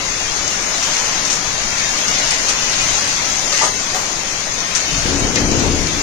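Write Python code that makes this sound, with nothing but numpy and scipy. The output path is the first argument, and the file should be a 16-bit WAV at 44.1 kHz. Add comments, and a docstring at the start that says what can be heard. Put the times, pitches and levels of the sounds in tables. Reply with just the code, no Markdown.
"""Hail and downpour at a carport

A downpour with hail falls on a paved yard, heard from under the roof of a carport. Shaped noise drums, splashes
and hisses; bursts of noise make hailstones crack on the paving, clack, or knock on a hollow sheet that rings.
Near the end a low roll of noise, like far thunder, swells through the carport's resonances.
The treble flickers: weak patches drop out, which sounds watery. A thin whine wavers on top."""
import sys
import numpy as np
from scipy import signal
from scipy.fft import rfft, irfft, next_fast_len
from scipy.io import wavfile
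from scipy.ndimage import uniform_filter1d, minimum_filter1d

SR = 44100
rng = np.random.default_rng(int(sys.argv[2]) if len(sys.argv) > 2 else 0)


def unload_wav(signal):
    """Save mono or channel-first audio to the path in sys.argv[1] as 16-bit WAV at rate SR, clipped to [-1, 1]."""
    wavfile.write(
        sys.argv[1],
        SR,
        np.round(np.clip(np.atleast_2d(signal).T, -1, 1) * 32767).astype(np.int16),
    )


N = 265641

TIME = np.arange(N) / SR
PADDED = next_fast_len(N, real=True)
FREQ = np.maximum(np.fft.rfftfreq(PADDED, 1 / SR), 1)
STFT_SIZE, STFT_OVERLAP = 2048, 1536  # samples


def from_db(db):
    """Decibels to gain."""
    return 10 ** (np.asarray(db) / 20)


def rms_one(x):
    """Scale to unit power."""
    return x / np.sqrt(np.mean(x ** 2) + 1e-20)


def in_time(rows):
    """Automation curves: one per column after the time, joined by straight lines."""
    seconds, *columns = np.transpose(rows)
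    return [np.interp(TIME, seconds, column) for column in columns]


def colour(x, spectrum, modes=()):
    """Give a sound a broad spectrum with resonances standing on it."""
    hz, db = np.transpose(spectrum)
    broad = from_db(np.interp(np.log(FREQ), np.log(hz), db))
    peaks = sum(from_db(level) / (1 + 2j * (FREQ - centre) / width) for centre, width, level in modes)
    return irfft(rfft(x, PADDED) * broad * (1 + peaks), PADDED)[..., :N]


def drift(rate):
    """Slow chance of unit spread, changing about rate times a second."""
    smooth = rfft(rng.standard_normal(PADDED)) / (1 + (FREQ / rate) ** 2)
    return rms_one(irfft(smooth, PADDED)[:N])


def diffuse(alike_hz):
    """Stereo noise from all around: long waves reach left and right much alike, short ones do not."""
    alike = 0.85 / (1 + (FREQ / alike_hz) ** 4)
    alike = alike * FREQ / (FREQ + 8)  # the very lowest waves differ again
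    mid, side = rfft(rng.standard_normal((2, PADDED)))
    stereo = np.sqrt(1 + alike) * mid + np.sqrt(1 - alike) * side * [[1], [-1]]
    return rms_one(irfft(stereo, PADDED)[:, :N])


def impacts(per_s, spread_db):
    """Clicks at random moments, many small and few large."""
    sizes = from_db(spread_db * np.minimum(rng.exponential(1, N), 4))
    return sizes * (rng.random(N) < per_s / SR)


def drops(per_s, spread_db, near_db):
    """Single near drops over the smooth merged sound of the far ones."""
    clicks = np.array([impacts(per_s, spread_db) for _ in range(2)])
    near = clicks * rng.choice([-1, 1], (2, N))
    far = rng.standard_normal((2, N))
    return rms_one(from_db(near_db) * rms_one(near) + far)


def patter(x, patchy_db, size=5):
    """The noise flickers at random in small patches of time and pitch, size bins wide."""
    cells = signal.stft(x, nperseg=STFT_SIZE, noverlap=STFT_OVERLAP)[2]
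    patches = rng.standard_normal(cells.shape[-2:])
    patches = uniform_filter1d(patches, size=size, axis=0)
    patches = uniform_filter1d(patches, size=5, axis=1)
    patchy = signal.istft(cells * from_db(patchy_db * rms_one(patches)), noverlap=STFT_OVERLAP)[1]
    return rms_one(patchy[..., :N])


def dying(start, t60, rise):
    """Envelope of a blow and its crowd of reflections from walls and roof."""
    age = np.maximum(TIME - start, 0)
    return (1 - np.exp(-age / rise)) * from_db(-60 * np.minimum(age / t60, 3))


# Strength of the downpour, which drives drumming, hiss and small hail.
# Each row: time in seconds, level in dB.
RAIN_STRENGTH = [(0.0, -24), (0.74, -21), (0.94, -19), (1.19, -21), (1.34, -22), (1.63, -23), (2.16, -19),
                 (2.65, -21), (2.9, -18.5), (3.17, -20.5), (3.54, -19), (3.69, -21), (4.43, -24.5),
                 (5.0, -21), (5.16, -22.5), (5.9, -24), (6.02, -21)]
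USUAL_RAIN_DB = -22


def strength():
    """How much harder than usual the rain falls, in dB."""
    return in_time(RAIN_STRENGTH)[0] - USUAL_RAIN_DB


# Ebb and flow of the splashing; only its swing about the mean is used.
# Each row: time in seconds, level in dB.
SPLASHING_LEVEL = [(0.0, -30), (0.39, -28.5), (0.7, -29), (0.99, -26), (1.36, -29.5), (1.63, -27.5),
                   (2.18, -25), (2.58, -26.5), (2.93, -25.5), (3.55, -29), (3.64, -29), (4.32, -31),
                   (4.63, -29.5), (4.95, -27), (5.33, -28.5), (6.02, -29)]
# Broad spectra of the drumming, the splashes and the spray. Each row: frequency in Hz, gain in dB.
DRUMMING_SPECTRUM = [(200, 3), (420, 9.5), (600, 18), (1300, 17), (2200, 14.5), (4000, -7.5), (9000, -11)]
SPLASH_SPECTRUM = [(600, -9.5), (1200, -5), (1900, 10), (2700, 11), (3500, 9), (4500, 7.5), (7000, 2.5),
                   (15000, -19)]
HISS_SPECTRUM = [(1500, -8.5), (3000, -1), (4500, 4.5), (6500, 9.5), (10000, 7), (15000, 9)]
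# Resonances of the drummed roofs.
# Each row: frequency in Hz, width in Hz, level in dB against the broad spectrum.
ROOF_MODES = [(630, 61, -23), (1052, 17, -8)]
# each layer's level before colouring, and its dB of swing per dB of its level curve
DRUM_DB, DRUM_FOLLOWS = -30, 0.64
HISS_DB, HISS_FOLLOWS = -23, 0.92
SPLASH_DB, SPLASH_FOLLOWS_LEFT, SPLASH_FOLLOWS_RIGHT = -25, 0.9, 1.56
# the rain turns thinner: the drumming drops back
THINNING_START_S, THINNING_TAKES_S, THINNING_DB = 2.8, 0.49, -1.18


def rain():
    """Drumming on roofs, splashes in the wet yard and the hiss of fine spray, each a coloured noise."""
    harder_db = strength()
    thinned = np.clip((TIME - THINNING_START_S) / THINNING_TAKES_S, 0, 1)
    drum_db = DRUM_DB + DRUM_FOLLOWS * harder_db + THINNING_DB * thinned
    hiss_db = HISS_DB + HISS_FOLLOWS * harder_db
    splashing_db, = in_time(SPLASHING_LEVEL)
    follows = np.array([[SPLASH_FOLLOWS_LEFT], [SPLASH_FOLLOWS_RIGHT]])
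    splash_db = SPLASH_DB + follows * (splashing_db - splashing_db.mean())

    flurry = drift(25)  # drops arrive in clumps
    thuds = patter(diffuse(alike_hz=580), patchy_db=2.0)
    splashes = patter(drops(per_s=1200, spread_db=5.0, near_db=-8.0), patchy_db=5.0, size=2)
    spray = patter(drops(per_s=2000, spread_db=3.5, near_db=-7.5), patchy_db=4.0, size=2)

    drumming = from_db(drum_db + 0.057 * flurry) * colour(thuds, DRUMMING_SPECTRUM, ROOF_MODES)
    splashing = from_db(splash_db + 0.34 * flurry) * colour(splashes, SPLASH_SPECTRUM)
    hiss = from_db(hiss_db + 0.11 * flurry) * colour(spray, HISS_SPECTRUM)
    return drumming + splashing + hiss


# Broad spectrum of ice on paving, shared by small and big stones. Each row: frequency in Hz, gain in dB.
CRACK_SPECTRUM = [(500, -20), (1500, -7), (3500, -7.5), (5500, -7.5), (7000, -5.5), (8000, 0.5),
                  (10000, -3), (15000, -8)]


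def small_hail(per_s, t60, level_db):
    """Small stones tick all the time, each blurred by reflections, more loudly when the rain is harder."""
    stones = impacts(per_s, spread_db=3.0)
    decay = from_db(-120 / (t60 * SR))  # power kept from one sample to the next
    power = signal.lfilter([1], [1, -decay], stones ** 2 + 1e-18)
    ticks = rms_one(np.sqrt(power) * rng.standard_normal((2, N)))
    return from_db(level_db + strength()) * colour(ticks, CRACK_SPECTRUM)


# Resonances of the carport, shared by the steady rumble and the swells.
# Each row: frequency in Hz, width in Hz, level in dB against the broad spectrum.
CARPORT_MODES = [(36.3, 3.6, -10), (53.7, 8.8, -7.5), (78.8, 8.7, 6.5), (116.4, 3.8, -1), (223, 18, -43),
                 (282.7, 19.4, -1), (342, 3.5, 0.5)]
# Broad spectrum of the steady rumble. Each row: frequency in Hz, gain in dB.
RUMBLE_SPECTRUM = [(10, -4.5), (25, -5.5), (40, -11.5), (65, -22.5), (130, -14), (200, -12.5), (300, -17),
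                   (450, -16.5), (800, -27.5), (3000, -86)]


def steady_rumble():
    """The storm's steady rumble: unsteady diffuse noise booming in the carport's modes."""
    level_db = -0.5 + 0.91 * drift(13.0)
    return colour(diffuse(alike_hz=560) * from_db(level_db), RUMBLE_SPECTRUM, CARPORT_MODES)


SWELL_ATTACK_S, SWELL_RELEASE_DB_PER_S = 0.033, 48


def swell(start, db, hold):
    """Power of one swell of rumble: it rises, holds and dies away."""
    age = TIME - start
    released = np.maximum(age - SWELL_ATTACK_S - hold, 0)
    rise = np.clip(age / SWELL_ATTACK_S, 0, 1)
    return rise * from_db(db - SWELL_RELEASE_DB_PER_S * released) ** 2


# Swells of low rumble, faint ones first and then the roll.
# Each row: start in seconds, deep part level in dB, upper part level in dB, hold in seconds.
SWELLS = [(0.29, -42, -49, 0.32), (1.447, -34.5, -52, 0.15), (2.113, -37, -48, 0.2),
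          (2.796, -35, -47, 0.085), (4.885, -26.5, -39, .13), (5.036, -26, -22, 0.072),
          (5.189, -23.5, -21.5, .02), (5.33, -32, -22.5, .03), (5.395, -25, -22.5, 0.038),
          (5.487, -24, -20, 0.035), (5.596, -23.5, -18, 0.029), (5.768, -27.5, -32, .015),
          (5.916, -32, -27.5, .05)]
# Broad spectra of the two parts. Each row: frequency in Hz, gain in dB.
DEEP_SPECTRUM = [(10, -4), (30, 32), (60, 15.5), (110, 22.5), (170, 21.5), (240, 7.5), (600, 4),
                 (3000, -50)]
UPPER_SPECTRUM = [(80, 8), (160, 17.5), (220, 20.5), (350, 18), (450, 16), (650, 9.5), (1000, 6.5),
                  (3000, -12)]


def rolling_swells():
    """A deep and an upper band of diffuse noise swell separately and boom in the carport's modes."""
    deep_power = sum(swell(start, db, hold) for start, db, _, hold in SWELLS)
    upper_power = sum(swell(start, db, hold) for start, _, db, hold in SWELLS)
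    deep = np.sqrt(deep_power) * colour(diffuse(alike_hz=700), DEEP_SPECTRUM, CARPORT_MODES)
    upper = np.sqrt(upper_power) * colour(diffuse(alike_hz=650), UPPER_SPECTRUM, CARPORT_MODES)
    return deep + upper


SNAP_DB, SNAP_T60_S = 2.5, 0.014
# a stone's own pitch stands out of its broad crack
CRACK_Q, CRACK_PITCHED_DB, CRACK_BROAD_DB = 2.8, -3.5, -5.5


def crack(ice, start, db, pan_db, t60, hz):
    """One stone on the paving: a dry snap, then splinters and reflections, around the stone's own pitch."""
    rises = np.array([[0.0007], [0.004]])  # seconds; blows start sharply on the left, more softly on the right
    snap = from_db(SNAP_DB) * dying(start, SNAP_T60_S, rises / 3)
    gains = from_db(db + pan_db * np.array([[0.5], [-0.5]]))
    blow = gains * (snap + dying(start, t60, rises)) * ice
    pitched = signal.lfilter(*signal.iirpeak(hz, CRACK_Q, fs=SR), blow + 1e-18)
    return from_db(CRACK_BROAD_DB) * blow + from_db(CRACK_PITCHED_DB) * pitched


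# Big hailstones on the paving.
# Each row: start in seconds, level in dB, left over right in dB, decay time T60 in seconds, pitch in Hz.
CRACKS = [(0.478, -6, 8, 0.033, 7000), (0.825, -3.5, -3, 0.17, 5800), (0.981, -14, -3, 0.06, 6000),
          (1.251, -7.5, 3, 0.27, 6500), (1.300, -5, 0, 0.3, 6200), (1.319, -6.5, -5, 0.2, 7000),
          (1.705, -12, 5, 0.06, 6800), (1.782, -5.5, 1, 0.12, 5500), (1.985, -8, 0, 0.08, 7000),
          (2.081, -3, 3, 0.12, 5400), (2.274, -7, 3, 0.06, 6000), (2.306, -1.5, -5, 0.22, 5070),
          (2.433, -12, -9, 0.05, 5500), (2.484, 1.5, -2, 0.21, 4600), (2.729, -6, 4, 0.18, 3600),
          (2.785, -11, 2, 0.08, 6500), (2.810, -11, -3, 0.24, 5300), (3.075, -6.5, -9, 0.14, 7200),
          (3.525, -2.5, -1, 0.23, 4600), (3.574, -3, -2, 0.15, 6200), (3.619, -4, 0, 0.34, 6640),
          (3.642, -6, -9, 0.18, 5400), (3.945, -7.5, -5, 0.34, 6360), (4.604, -8, 3, 0.05, 6600),
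          (4.75, 0, -2, 0.22, 6150), (5.196, -9, 1, 0.08, 7200), (5.357, 1.5, 7, 0.042, 6000),
          (5.514, -10, 10, 0.062, 6500), (5.595, -11.5, 9, 0.11, 6500), (5.870, -10, 6, 0.049, 6500)]


def paving_cracks():
    """Big stones crack on the paving: bursts of one gritty noise, each tuned to its own pitch."""
    shards = from_db(1.0 * drift(120))  # bounces and splinters roughen each crack
    ice = shards * patter(drops(per_s=3500, spread_db=4.0, near_db=-5), patchy_db=2.0)
    return colour(sum(crack(ice, *row) for row in CRACKS), CRACK_SPECTRUM)


# Hailstones with a dull clack. Each row: start in seconds, level in dB.
CLACKS = [(1.795, -12.5), (2.310, -13), (2.485, -18), (3.530, -10), (3.585, -12.5), (4.750, -12.5),
          (5.055, -11), (5.357, -7.5)]
# Broad spectrum of a clack. Each row: frequency in Hz, gain in dB.
CLACK_SPECTRUM = [(600, -32), (1400, -2), (2000, 6.5), (3000, -1.5), (5000, -1.5), (12000, -13)]


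def dull_clacks():
    """Some stones clack dully: bursts of patchy mid-range noise, different on left and right."""
    blows = sum(from_db(db) * dying(start, t60=0.3, rise=0.0051) for start, db in CLACKS)
    return colour(blows * patter(rng.standard_normal((2, N)), patchy_db=5.5), CLACK_SPECTRUM)


# Hailstones on a hollow sheet, each spot with its own note.
# Each row: start in seconds, level in dB, rattle decay time T60 in seconds, note in Hz.
KNOCKS = [(2.485, -13, 0.12, 1240), (3.524, -10, 0.15, 1237), (3.612, -1.5, 0.14, 884),
          (3.620, -4, 0.077, 1183), (3.630, -12, 0.1, 626), (3.632, -2, 0.17, 983),
          (3.663, -8.5, 0.37, 1236), (3.947, -7.5, 0.87, 743), (4.469, -12, 0.21, 610)]
# Broad spectrum of the rattle. Each row: frequency in Hz, gain in dB.
KNOCK_SPECTRUM = [(150, -18), (400, -6), (560, -1), (800, 0), (1050, -0.5), (1450, -3.5), (2300, -12.5),
                  (6000, -45)]
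# Resonances of the sheet.
# Each row: frequency in Hz, width in Hz, level in dB against the broad spectrum.
SHEET_MODES = [(570, 58, -5), (1010, 25, 1), (1196, 24, 3), (1880, 17, 9.5)]
RING_DB, RING_T60_S, RATTLE_DB = -9, 0.12, -2  # the sheet's note, and its rattle under a knock


def hollow_knocks():
    """A stone sets a hollow sheet going: noise rattles in its modes and the struck spot rings as a sine."""
    blows = sum(from_db(db + RATTLE_DB) * dying(start, t60, rise=0.0014) for start, db, t60, _ in KNOCKS)
    rattle = colour(blows * diffuse(alike_hz=600), KNOCK_SPECTRUM, SHEET_MODES)
    notes = 0
    for start, db, _, hz in KNOCKS:
        ring = dying(start, RING_T60_S, rise=0.0015) * np.sin(2 * np.pi * hz * (TIME - start))
        notes = notes + from_db(db + RING_DB) * ring
    return rattle + notes


# Broad spectrum of the fizz. Each row: frequency in Hz, gain in dB.
FIZZ_SPECTRUM = [(7000, -34), (10500, -8), (12500, 8), (15000, 6)]
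FIZZ_START_S, FIZZ_DB, FIZZ_T60_S = 3.940, -6, 0.35


def fizz():
    """Once the top fizzes: a brief burst of high noise that dies away."""
    burst = from_db(FIZZ_DB) * dying(FIZZ_START_S, FIZZ_T60_S, rise=0.015)
    return colour(burst * rng.standard_normal((2, N)), FIZZ_SPECTRUM)


def scene():
    """Rain, small and big hail and rumble together."""
    falling = rain() + small_hail(per_s=80, t60=0.036, level_db=-37.0)
    low = steady_rumble() + rolling_swells()
    big_hail = paving_cracks() + dull_clacks() + hollow_knocks() + fizz()
    return falling + low + big_hail


DROPOUT_DEPTH_DB, DROPOUT_KNEE_DB = 24, 0.5


def drop_weak_patches(x, thresholds, size):
    """The treble flickers: patches weak against their surroundings drop out, which sounds watery."""
    hz, _, cells = signal.stft(x, SR, nperseg=STFT_SIZE, noverlap=STFT_OVERLAP)
    power = np.abs(cells) ** 2
    patch = uniform_filter1d(uniform_filter1d(power, size=size[0], axis=0), size=size[1], axis=1)
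    around = uniform_filter1d(uniform_filter1d(power, size=45, axis=0), size=25, axis=1)
    above_db = 10 * np.log10((np.abs(patch) + 1e-20) / (np.abs(around) + 1e-20))
    threshold_hz, threshold_db = np.transpose(thresholds)
    needed_db = np.interp(np.log(hz + 1), np.log(threshold_hz), threshold_db)[:, None]
    passed = 0.5 - 0.5 * np.tanh((needed_db - above_db) / DROPOUT_KNEE_DB)
    # neighbours drop out too
    dropped = 1 - minimum_filter1d(minimum_filter1d(passed, size=3, axis=0), size=3, axis=1)
    return signal.istft(cells * from_db(-DROPOUT_DEPTH_DB * dropped), noverlap=STFT_OVERLAP)[1][:N]


WHINE_HZ, WHINE_LEFT_DB, WHINE_RIGHT_DB = 9937.5, -60, -45


def whine():
    """A thin high whine: a sine whose level wavers at random."""
    wavering = np.sin(2 * np.pi * WHINE_HZ * TIME) * (1 + 0.57 * drift(20))
    return from_db([[WHINE_LEFT_DB], [WHINE_RIGHT_DB]]) * wavering


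def limit(x, ceiling):
    """Turn the gain down for a few milliseconds around any peak over the ceiling."""
    needed = ceiling / np.maximum(np.abs(x).max(axis=0), ceiling)
    return x * uniform_filter1d(minimum_filter1d(needed, size=121), size=101)


# Broad colour of the left and right channels: a treble peak, narrow gaps and a dull top.
# Each row: frequency in Hz, gain in dB.
LEFT_COLOUR = [(1000, -0.5), (3600, 0.5), (5000, 3), (5800, 5), (6500, 7.5), (7000, 2), (7500, -4),
               (8100, -17.5), (9300, -17.5), (9750, -79), (10800, -34.5), (11800, -28), (15000, -27)]
RIGHT_COLOUR = [(300, -6), (2300, -4), (3600, -3.5), (5000, -7), (6500, -9.5), (7400, -7.5), (8100, -16.5),
                (8500, -7), (9350, -9), (9700, -66), (10900, -41), (11600, -31), (12200, -26.5),
                (15000, -27)]
# Patches below this level against their surroundings drop out.
# Each row: frequency in Hz, threshold in dB.
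LEFT_THRESHOLD = [(400, -20), (1200, -7.5), (2200, -7.5), (2900, -4.4), (3900, -4.5), (5000, -5.6),
                  (6300, -7.7), (7300, -5), (8000, -4.2), (9000, -9), (13000, -6)]
RIGHT_THRESHOLD = [(400, -20), (1200, -5.2), (2400, -5), (3200, -3.6), (4800, -3.2), (6500, -2.8),
                   (8000, -3.6), (9000, -8), (13000, -4.5)]
LEFT_PATCH, RIGHT_PATCH = (5, 4), (10, 5)  # a patch spans this many (frequency bins, frames)
CUTOFF_HZ = 15250


def record(dry):
    """Channel colours, dropouts of weak patches, a thin wavering whine, a peak limiter and a steep top cut."""
    left = drop_weak_patches(colour(dry[0], LEFT_COLOUR), LEFT_THRESHOLD, LEFT_PATCH)
    right = drop_weak_patches(colour(dry[1], RIGHT_COLOUR), RIGHT_THRESHOLD, RIGHT_PATCH)
    limited = limit(np.array([left, right]) + whine(), ceiling=0.9)
    top_cut = signal.ellip(10, 0.1, 80, CUTOFF_HZ, fs=SR, output="sos")
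    return signal.sosfilt(top_cut, limited)


dry = scene()
out = record(dry)
unload_wav(out)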